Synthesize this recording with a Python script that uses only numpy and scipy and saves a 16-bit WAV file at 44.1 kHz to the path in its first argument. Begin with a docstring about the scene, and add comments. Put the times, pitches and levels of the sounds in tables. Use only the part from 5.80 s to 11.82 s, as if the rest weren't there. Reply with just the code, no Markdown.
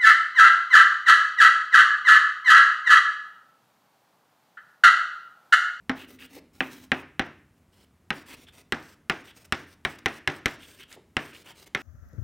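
"""Chalk capitals on a blackboard

Capital letters are written with chalk on a wall blackboard in a lecture room, over faintly rumbling ventilation.
The stick lands with hard knocks: damped modes of the spot and the panel, a noise wash, echoes and a room tail.
Filtered noise then hisses along each stroke under the swing of the hand and drives a panel mode; crumbs snap.
On some strokes the stick rasps in a rising resonance, and twice it shudders as a stroke ends."""
import sys
import numpy as np
from scipy import signal
from scipy.fft import rfft, irfft, next_fast_len
from scipy.io import wavfile

SR = 44100
rng = np.random.default_rng(int(sys.argv[2]) if len(sys.argv) > 2 else 0)


def inscribe(sig):
    """Save sig as 16-bit PCM at rate SR to the path in sys.argv[1].

    A 1-D sig is mono; a 2-D sig holds one channel per row.
    Samples are clipped to [-1, 1] before scaling.
    """
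    pcm = np.round(np.clip(np.atleast_2d(sig).T, -1, 1) * 32767)
    wavfile.write(sys.argv[1], SR, pcm.astype(np.int16))


N = 265482
TIME = np.arange(N) / SR
TAIL = TIME[:SR * 4 // 5]  # time axis of one blow or tail, 0.8 s

# chalk landings: [t/s, level/dB, knock f/Hz, upper-middle edge/dB, treble crack/dB]
# the knock pitch acts relative to the mean of its column
LANDINGS = [(0.0952, -21, 1782, 5, -14.5), (0.8055, -21.5, 1750, 18, -19.5), (1.1178, -17.5, 1857, 14, -15),
            (1.3948, -20, 1870, 10.5, -11.5), (2.3045, -23.5, 1700, 10.5, -9), (2.9227, -21, 1666, 4.5, -5),
            (3.2977, -21, 1645, 9, -4.5), (3.7234, -23, 1670, 8, 0), (4.05, -22, 1850, 10, -7),
            (4.2592, -20.5, 1870, 11.5, -4.5), (4.4753, -19.5, 1670, 8, -5), (4.6582, -22.5, 1864, 9.5, 2),
            (5.3677, -22, 1670, 12, -7), (5.9487, -24, 1910, 12.5, -6)]

# the panel's drumming mode weakens as the hand travels away from the panel's edge
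BOOM_HZ, BOOM_T60_S = 261.5, 0.25
BOOM_START_DB, BOOM_FADE_DB_PER_S = -2, 8


def from_db(db):
    """Turn decibels into an amplitude factor."""
    return 10 ** (np.asarray(db) / 20)


def rms_one(x):
    """Scale to rms 1."""
    return x / np.sqrt(np.mean(x ** 2) + 1e-20)


def unit_blow(x):
    """Scale to the energy of ten milliseconds at rms 1."""
    return x * np.sqrt(SR / 100 / np.sum(x ** 2))


def at_hz(points, hz):
    """Read a table on a log-frequency axis."""
    f, value = np.transpose(points)
    return np.interp(np.log(np.maximum(hz, 1)), np.log(f), value)


def add(track, start_s, sound):
    """Mix a sound into a track from a given time."""
    i = max(0, round(start_s * SR))
    track[i:i + len(sound)] += sound[:N - i]


def band(x, low_hz, high_hz, order=2):
    """Keep one frequency band."""
    edges = [low_hz, min(high_hz, .45 * SR)]
    return signal.sosfilt(signal.butter(order, edges, "band", fs=SR, output="sos"), x + 1e-18)


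def peak(x, centre_hz, gain_db, q):
    """A bell-shaped lift or cut around one frequency."""
    w = 2 * np.pi * min(centre_hz, .45 * SR) / SR
    a = from_db(gain_db / 2)
    k = np.sin(w) / (2 * q)
    numerator = [1 + k * a, -2 * np.cos(w), 1 - k * a]
    denominator = [1 + k / a, -2 * np.cos(w), 1 - k / a]
    return signal.lfilter(numerator, denominator, x)


def coloured(spectrum, size):
    """Noise with a given spectrum, rms 1."""
    n = next_fast_len(size)
    white = rfft(rng.standard_normal(n))
    gain = from_db(at_hz(spectrum, np.fft.rfftfreq(n, 1 / SR)))
    return rms_one(irfft(white * gain, n)[:size])


def drift(rate_hz):
    """Smooth random wandering, rms 1, from white noise through two equal lowpass poles."""
    r = np.exp(-2 * np.pi * rate_hz / SR)
    noise = rng.standard_normal(N + SR)
    return rms_one(signal.lfilter([1], [1, -2 * r, r * r], noise)[SR:])


def ring(hz, db, t60_s):
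    """One struck mode: a sine that decays exponentially."""
    return from_db(db - 60 * TAIL / max(t60_s, 1e-4)) * np.sin(2 * np.pi * hz * TAIL)


def ventilation(level_db=-62.5):
    """Steady air noise, strongest in the bass."""
    # air spectrum: [f/Hz, level/dB]
    air_colour = [(20, -36.5), (40, -8), (55, -9), (80, -2), (110, -9), (145, -7), (250, -11), (480, -21.5),
                  (1100, -25), (2000, -30), (4500, -38.5), (9000, -39), (16000, -43.5)]
    return from_db(level_db) * coloured(air_colour, N)


def room_tail(colour, build_s=0.0023):
    """Diffuse reverberation that builds up quickly and decays at a different rate in each frequency region."""
    # room decay: [f/Hz, t60/s]
    decay_times = [(80, 1), (300, 0.53), (700, 0.33), (2000, 0.48), (5000, 0.42), (14000, 0.059)]
    noise = rfft(coloured(colour, len(TAIL)))
    hz = np.fft.rfftfreq(len(TAIL), 1 / SR)
    centres, t60s = np.transpose(decay_times)
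    tail = np.zeros(len(TAIL))
    for one, t60_s in zip(np.eye(len(centres)), t60s):
        share = at_hz(np.c_[centres, one], hz)  # overlapping bands that sum to one
        tail += irfft(noise * share, len(TAIL)) * from_db(-60 * TAIL / t60_s)
    return unit_blow(tail * (1 - np.exp(-TAIL / build_s)))


def sliding_in_room(sliding, wet_db=-11):
    """The room carries the sliding chalk on into its pauses, by convolution with a diffuse tail."""
    # colour of the room for the sliding sounds: [f/Hz, level/dB]
    sliding_colour = [(200, 0), (2000, -6.5), (8000, -10.5), (16000, 0.5)]
    tail = room_tail(sliding_colour)
    wet = signal.fftconvolve(sliding.mean(axis=0), tail / np.linalg.norm(tail))[:N]
    return from_db(wet_db) * wet


def boom_level(s):
    """How strongly the drumming mode answers at the place the hand has reached by time s, in dB."""
    return BOOM_START_DB - BOOM_FADE_DB_PER_S * s


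def drumming(friction, width_hz=19, drive_db=24.5):
    """Friction keeps the panel's drumming mode going through a narrow resonator."""
    r = np.exp(-np.pi * width_hz / SR)
    drive = friction * from_db(boom_level(TIME) + drive_db)
    numerator = np.array([1, 0, -1]) * (1 - r * r) / 2
    denominator = [1, -2 * r * np.cos(2 * np.pi * BOOM_HZ / SR), r * r]
    return signal.lfilter(numerator, denominator, drive + 1e-18)


def crumbs(t60_s=0.02):
    """Larger crumbs snap under the tip, each a short dry burst of decaying band noise."""
    # snaps: [t/s, level/dB]
    snaps = [(4.19, -58), (5.127, -48)]
    out = np.zeros(N)
    for s, db in snaps:
        crackle = band(rng.standard_normal(len(TAIL)), 1200, 7500) * from_db(-60 * TAIL / t60_s)
        add(out, s, from_db(db) * unit_blow(crackle))
    return out


def shudders(t60_s=0.1, rise_s=.004, bump_db=-2.0, bounce_db=-5):
    """A few quick bounces of the tip as a fast-fading sine, over a dull noise bump of the board."""
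    # shudders as the stick leaves the board: [t/s, bounce f/Hz, level/dB]
    departures = [(0.5635, 512, -38.5), (5.1632, 500, -40.5)]
    out = np.zeros(N)
    for s, hz, db in departures:
        fade = np.exp(-(hz * TAIL / 4) ** 2)
        bounces = 2 * from_db(bounce_db) * np.sin(2 * np.pi * hz * TAIL) * fade
        thump = rms_one(band(rng.standard_normal(len(TAIL)), hz / 2, hz * 1.2))
        bump = from_db(bump_db - 60 * TAIL / t60_s) * thump
        add(out, s, from_db(db) * (1 - np.exp(-TAIL / rise_s)) * (bounces + bump))
    return out


def rasps(width_hz=310, rise_oct_per_s=3.5, rasp_db=-1.5, chatter_db=3.0):
    """Uneven stick-slip drives a rising resonance of the stick and shakes the board under it."""
    # rasps: [start t/s, end t/s, mid-rasp f/Hz, level/dB]
    rasp_spans = [(0.158, 0.256, 2715, -50.5), (0.384, 0.472, 2740, -51), (0.526, 0.602, 2270, -62),
                  (2.482, 2.548, 2240, -57), (2.668, 2.7, 3350, -56.5), (3.469, 3.523, 3055, -54.5),
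                  (4.801, 4.862, 3250, -54), (4.987, 5.045, 2940, -51.5), (5.11, 5.149, 1967, -54.5),
                  (5.514, 5.575, 2770, -55), (5.657, 5.732, 2870, -57)]
    out = np.zeros(N)
    sway = drift(width_hz) + 1j * drift(width_hz)  # widens the moving tone into narrow noise
    board = rms_one(band(rng.standard_normal(N), 1400, 3500, order=3))
    for start, end, mid_hz, db in rasp_spans:
        length = max(end - start, .01)
        along = np.clip((TIME - start) / length, 0, 1)
        pitch_hz = mid_hz * 2 ** (rise_oct_per_s * length * (along - .5))
        phase = 2 * np.pi * np.cumsum(pitch_hz) / SR
        stick = (sway * np.exp(1j * phase)).real
        swell = 2 * np.sqrt(along * (1 - along))
        out += from_db(db) * swell * (stick + board)
    return out * from_db(rasp_db + chatter_db * drift(190))


def ridges(hz, spacing_hz):
    """An uneven random row of peaks and dips across frequency, spread about 1."""
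    knots = np.arange(0, SR, spacing_hz)
    return np.interp(hz, knots, rng.standard_normal(len(knots))) * np.sqrt(3 / 2)


def hand_speed(size, lifts, lift_at=0.7, swell=0.5, release_s=0.009):
    """The hand speeds up and slows to a stop at the next turn, unless the chalk lifts off first."""
    along = np.linspace(0, lift_at if lifts else 1, size)  # fraction of the swing
    release = np.minimum(np.arange(size)[::-1] / (release_s * SR), 1)
    return np.abs(np.sin(np.pi * along)) ** swell * release


def strokes(grain_db=1.56, pressure_db=2.1, level_db=0.9, side_db=-13):
    """Grains break off the sliding tip; stick and board filter them through ridges that shift with every stroke."""
    # strokes of the letters, each one swing of the hand, and a few faint brushes between them: [start t/s, end
    # t/s, hiss level/dB]
    swings = [(0.148, 0.261, -61.5), (0.273, 0.375, -63.5), (0.387, 0.472, -60.5), (0.493, 0.599, -62.5),
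              (0.728, 0.836, -70.5), (0.801, 1.06, -60.5), (1.002, 1.088, -72), (1.132, 1.225, -65),
              (1.443, 1.476, -68), (1.721, 1.84, -85.5), (1.919, 2.055, -74), (2.323, 2.435, -63),
              (2.456, 2.562, -59.5), (2.564, 2.656, -63.5), (2.672, 2.702, -68), (2.723, 2.825, -62),
              (2.921, 3.15, -66.5), (3.294, 3.43, -66), (3.437, 3.52, -63), (3.543, 3.643, -65),
              (3.644, 3.665, -60), (3.727, 3.86, -66.5), (3.863, 3.947, -66), (4.044, 4.169, -62.5),
              (4.186, 4.194, -55), (4.258, 4.394, -62.5), (4.491, 4.6, -63), (4.654, 4.768, -61),
              (4.789, 4.977, -61), (4.969, 5.047, -62.5), (5.079, 5.161, -62.5), (5.381, 5.53, -60.5),
              (5.525, 5.638, -61), (5.644, 5.73, -61), (5.748, 5.854, -62), (5.859, 5.885, -61.5),
              (5.97, 6.034, -61)]
    # chalk crumbling on the board: [f/Hz, level/dB]
    hiss_colour = [(100, 1.5), (300, 11.5), (900, 5.5), (1700, 6.5), (2700, 7), (4500, 3), (5600, 3.5),
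                   (7200, -.5), (8700, 2), (10800, -5.5), (12800, -4.5), (14700, -2.5), (16000, -4.5)]
    lift_pause_s = 0.06  # a longer pause means the chalk lifts off
    fresh_sheen_db, worn_sheen_db, wear_s = 7.0, 0.0, 0.7  # a fresh edge hisses higher, then wears blunt
    n = next_fast_len(SR // 2)
    hz = np.fft.rfftfreq(n, 1 / SR)
    board_db = at_hz(hiss_colour, hz)
    top = at_hz([(9000, 0), (14000, 1)], hz)  # where the sheen acts
    out, effort = np.zeros(N), np.zeros(N)
    next_starts = [row[0] for row in swings[1:]] + [np.inf]
    for (start, end, db), next_start in zip(swings, next_starts):
        size = int(np.clip((end - start) * SR, 2, n))
        speed = from_db(db) * hand_speed(size, next_start - end > lift_pause_s)
        sheen_db = worn_sheen_db + (fresh_sheen_db - worn_sheen_db) * np.exp(-start / wear_s)
        colour_db = board_db + sheen_db * top + 2.6 * ridges(hz, spacing_hz=200)
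        noise = irfft(rfft(rng.standard_normal(n)) * from_db(colour_db), n)
        noise = noise / np.std(band(noise, 6500, 16000))  # even treble from stroke to stroke
        add(out, start, speed * noise[:size])
        add(effort, start, speed)
    spread = from_db(side_db) * effort * rms_one(band(rng.standard_normal(N), 3500, 16700))
    stereo = out + spread * np.array([[1], [-1]])  # opposite sign left and right widens the hiss
    return from_db(level_db + grain_db * drift(210) + pressure_db * drift(25)) * stereo


def disperse(x, centre_hz, width_hz):
    """Smear the attack as bending waves do: an allpass delays the region around one frequency most."""
    r = np.exp(-np.pi * width_hz / SR)
    a = [1, -2 * r * np.cos(2 * np.pi * centre_hz / SR), r * r]
    return signal.lfilter(a[::-1], a, x + 1e-18)


def knock(pitch_hz, echo_hz=7000, crush_db=-18, crush_t60_s=0.012, contact_s=0.00068):
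    """The first crack of a landing: damped modes, a crushing tip and early returns of varying path length."""
    # the spot under the chalk, heavily damped: [f/Hz, level/dB, t60/s]
    spot_modes = [(1890, 6, 0.0034), (120.4, 3.5, 0.0056), (2950, 7.5, 0.0019), (291, -15, 0.014),
                  (5400, -12, .006), (8500, 3.5, 0.00094), (14310, -45.5, .003)]
    # early returns from the frame, ceiling and floor: [delay t/s, level/dB]
    early_returns = [(.0028, -10), (.0039, -15), (.0056, -16), (.0222, -19), (.0262, -19)]
    stretch = pitch_hz / np.mean(np.array(LANDINGS)[:, 2])
    contact = 1 - np.exp(-TAIL / contact_s)
    modes = sum((-1) ** k * ring(hz * stretch, db, t60_s) for k, (hz, db, t60_s) in enumerate(spot_modes))
    direct = unit_blow(disperse(contact * modes, centre_hz=1574, width_hz=330))
    # the tip crushes a little as it lands
    crush = band(rng.standard_normal(len(TAIL)), 3000, 9000, order=1)
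    crush = crush * contact * from_db(-60 * TAIL / crush_t60_s)
    direct = direct + from_db(crush_db) * unit_blow(crush)
    dull = band(direct, 30, echo_hz, order=1)
    out = direct.copy()
    for (delay_s, db), path in zip(early_returns, rng.normal(1, .04, len(early_returns))):
        out += from_db(db) * np.interp(TAIL - delay_s * path, TAIL, dull, left=0)
    return out


def panel_modes():
    """The struck panel and stick ring in decaying modes, slightly detuned and re-balanced at each landing."""
    # modes of the whole panel, then of the stick: [f/Hz, level/dB, t60/s]
    body_modes = [(48, 3, 0.077), (89.1, -15.5, 0.79), (148.4, -7.5, 0.39), (221, -12.5, 0.3),
                  (274, 16, 0.024), (362, -5.5, 0.21), (410, -11, .12), (776, 1.5, 0.1), (1480, -14, 0.05),
                  (2130, -12, 0.068), (3874, 3, 0.03), (5590, -8, 0.02)]
    detune = rng.normal(1, .02, len(body_modes))
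    scatter_db = rng.normal(0, 2, len(body_modes))
    out = np.zeros(len(TAIL))
    for k, (hz, db, t60_s) in enumerate(body_modes):
        out += (-1) ** k * ring(hz * detune[k], db + scatter_db[k], t60_s)
    return unit_blow(out)


def panel_wash(t60_s=0.071, rise_s=0.0008):
    """Dense bending waves between the panel's modes, as decaying coloured noise."""
    # wash spectrum: [f/Hz, level/dB]
    wash_colour = [(40, -4), (150, 3), (350, -6.5), (600, -10), (950, -16.5), (1300, -4.5), (2100, -7),
                   (2700, -24.5), (3600, -18), (4600, -32), (5500, -29), (6800, -50), (16000, -73.5)]
    decay = from_db(-60 * TAIL / t60_s) * (1 - np.exp(-TAIL / rise_s))
    return unit_blow(coloured(wash_colour, len(TAIL)) * decay)


def taps(knock_db=1.8, panel_db=-2, wash_db=-1, room_db=-7):
    """Each landing sounds the spot, the panel and the room, coloured by how the tip meets the slate."""
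    # colour of the room's tail: [f/Hz, level/dB]
    room_colour = [(40, -15.5), (85, -1.5), (170, -3), (290, 8), (480, 0), (700, 3.5), (1000, -0.5),
                   (1800, 1.5), (2600, -13), (3600, -12), (4700, -17.5), (5600, -12.5), (8000, -27),
                   (16000, -38.5)]
    out = np.zeros(N)
    for s, db, pitch_hz, edge_db, crack_db in LANDINGS:
        blow = from_db(knock_db) * knock(pitch_hz)
        blow += from_db(panel_db) * panel_modes()
        blow += from_db(wash_db) * panel_wash()
        blow += from_db(room_db) * room_tail(room_colour)
        # a square landing both cracks and pushes the panel, so the thud follows the crack
        blow = peak(blow, centre_hz=67, gain_db=-6.4 + 0.37 * crack_db, q=0.38)
        blow = peak(blow, centre_hz=2640, gain_db=edge_db, q=3.1)
        blow = peak(blow, centre_hz=9300, gain_db=crack_db, q=0.4)
        boom = ring(BOOM_HZ, boom_level(s), BOOM_T60_S)
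        add(out, s, from_db(db) * (blow + boom))
    return out


def scene():
    """Ventilation, the sliding chalk with its room sound, and the landings on top."""
    air = ventilation()
    hiss = strokes()
    sliding = hiss + drumming(hiss.mean(axis=0)) + crumbs() + shudders() + rasps()
    return air + sliding_in_room(sliding) + sliding + taps()


def record(dry, low_cut_hz=40, ceiling=0.55, cutoff_hz=15900):
    """The microphone loses the deepest bass, the highest peaks are rounded and the top is cut steeply."""
    lean = signal.sosfilt(signal.butter(2, low_cut_hz, "high", fs=SR, output="sos"), dry)
    rounded = lean / (1 + (lean / ceiling) ** 4) ** (1 / 4)
    return signal.sosfilt(signal.ellip(10, .1, 80, cutoff_hz, fs=SR, output="sos"), rounded)


dry = scene()
out = record(dry)
inscribe(out)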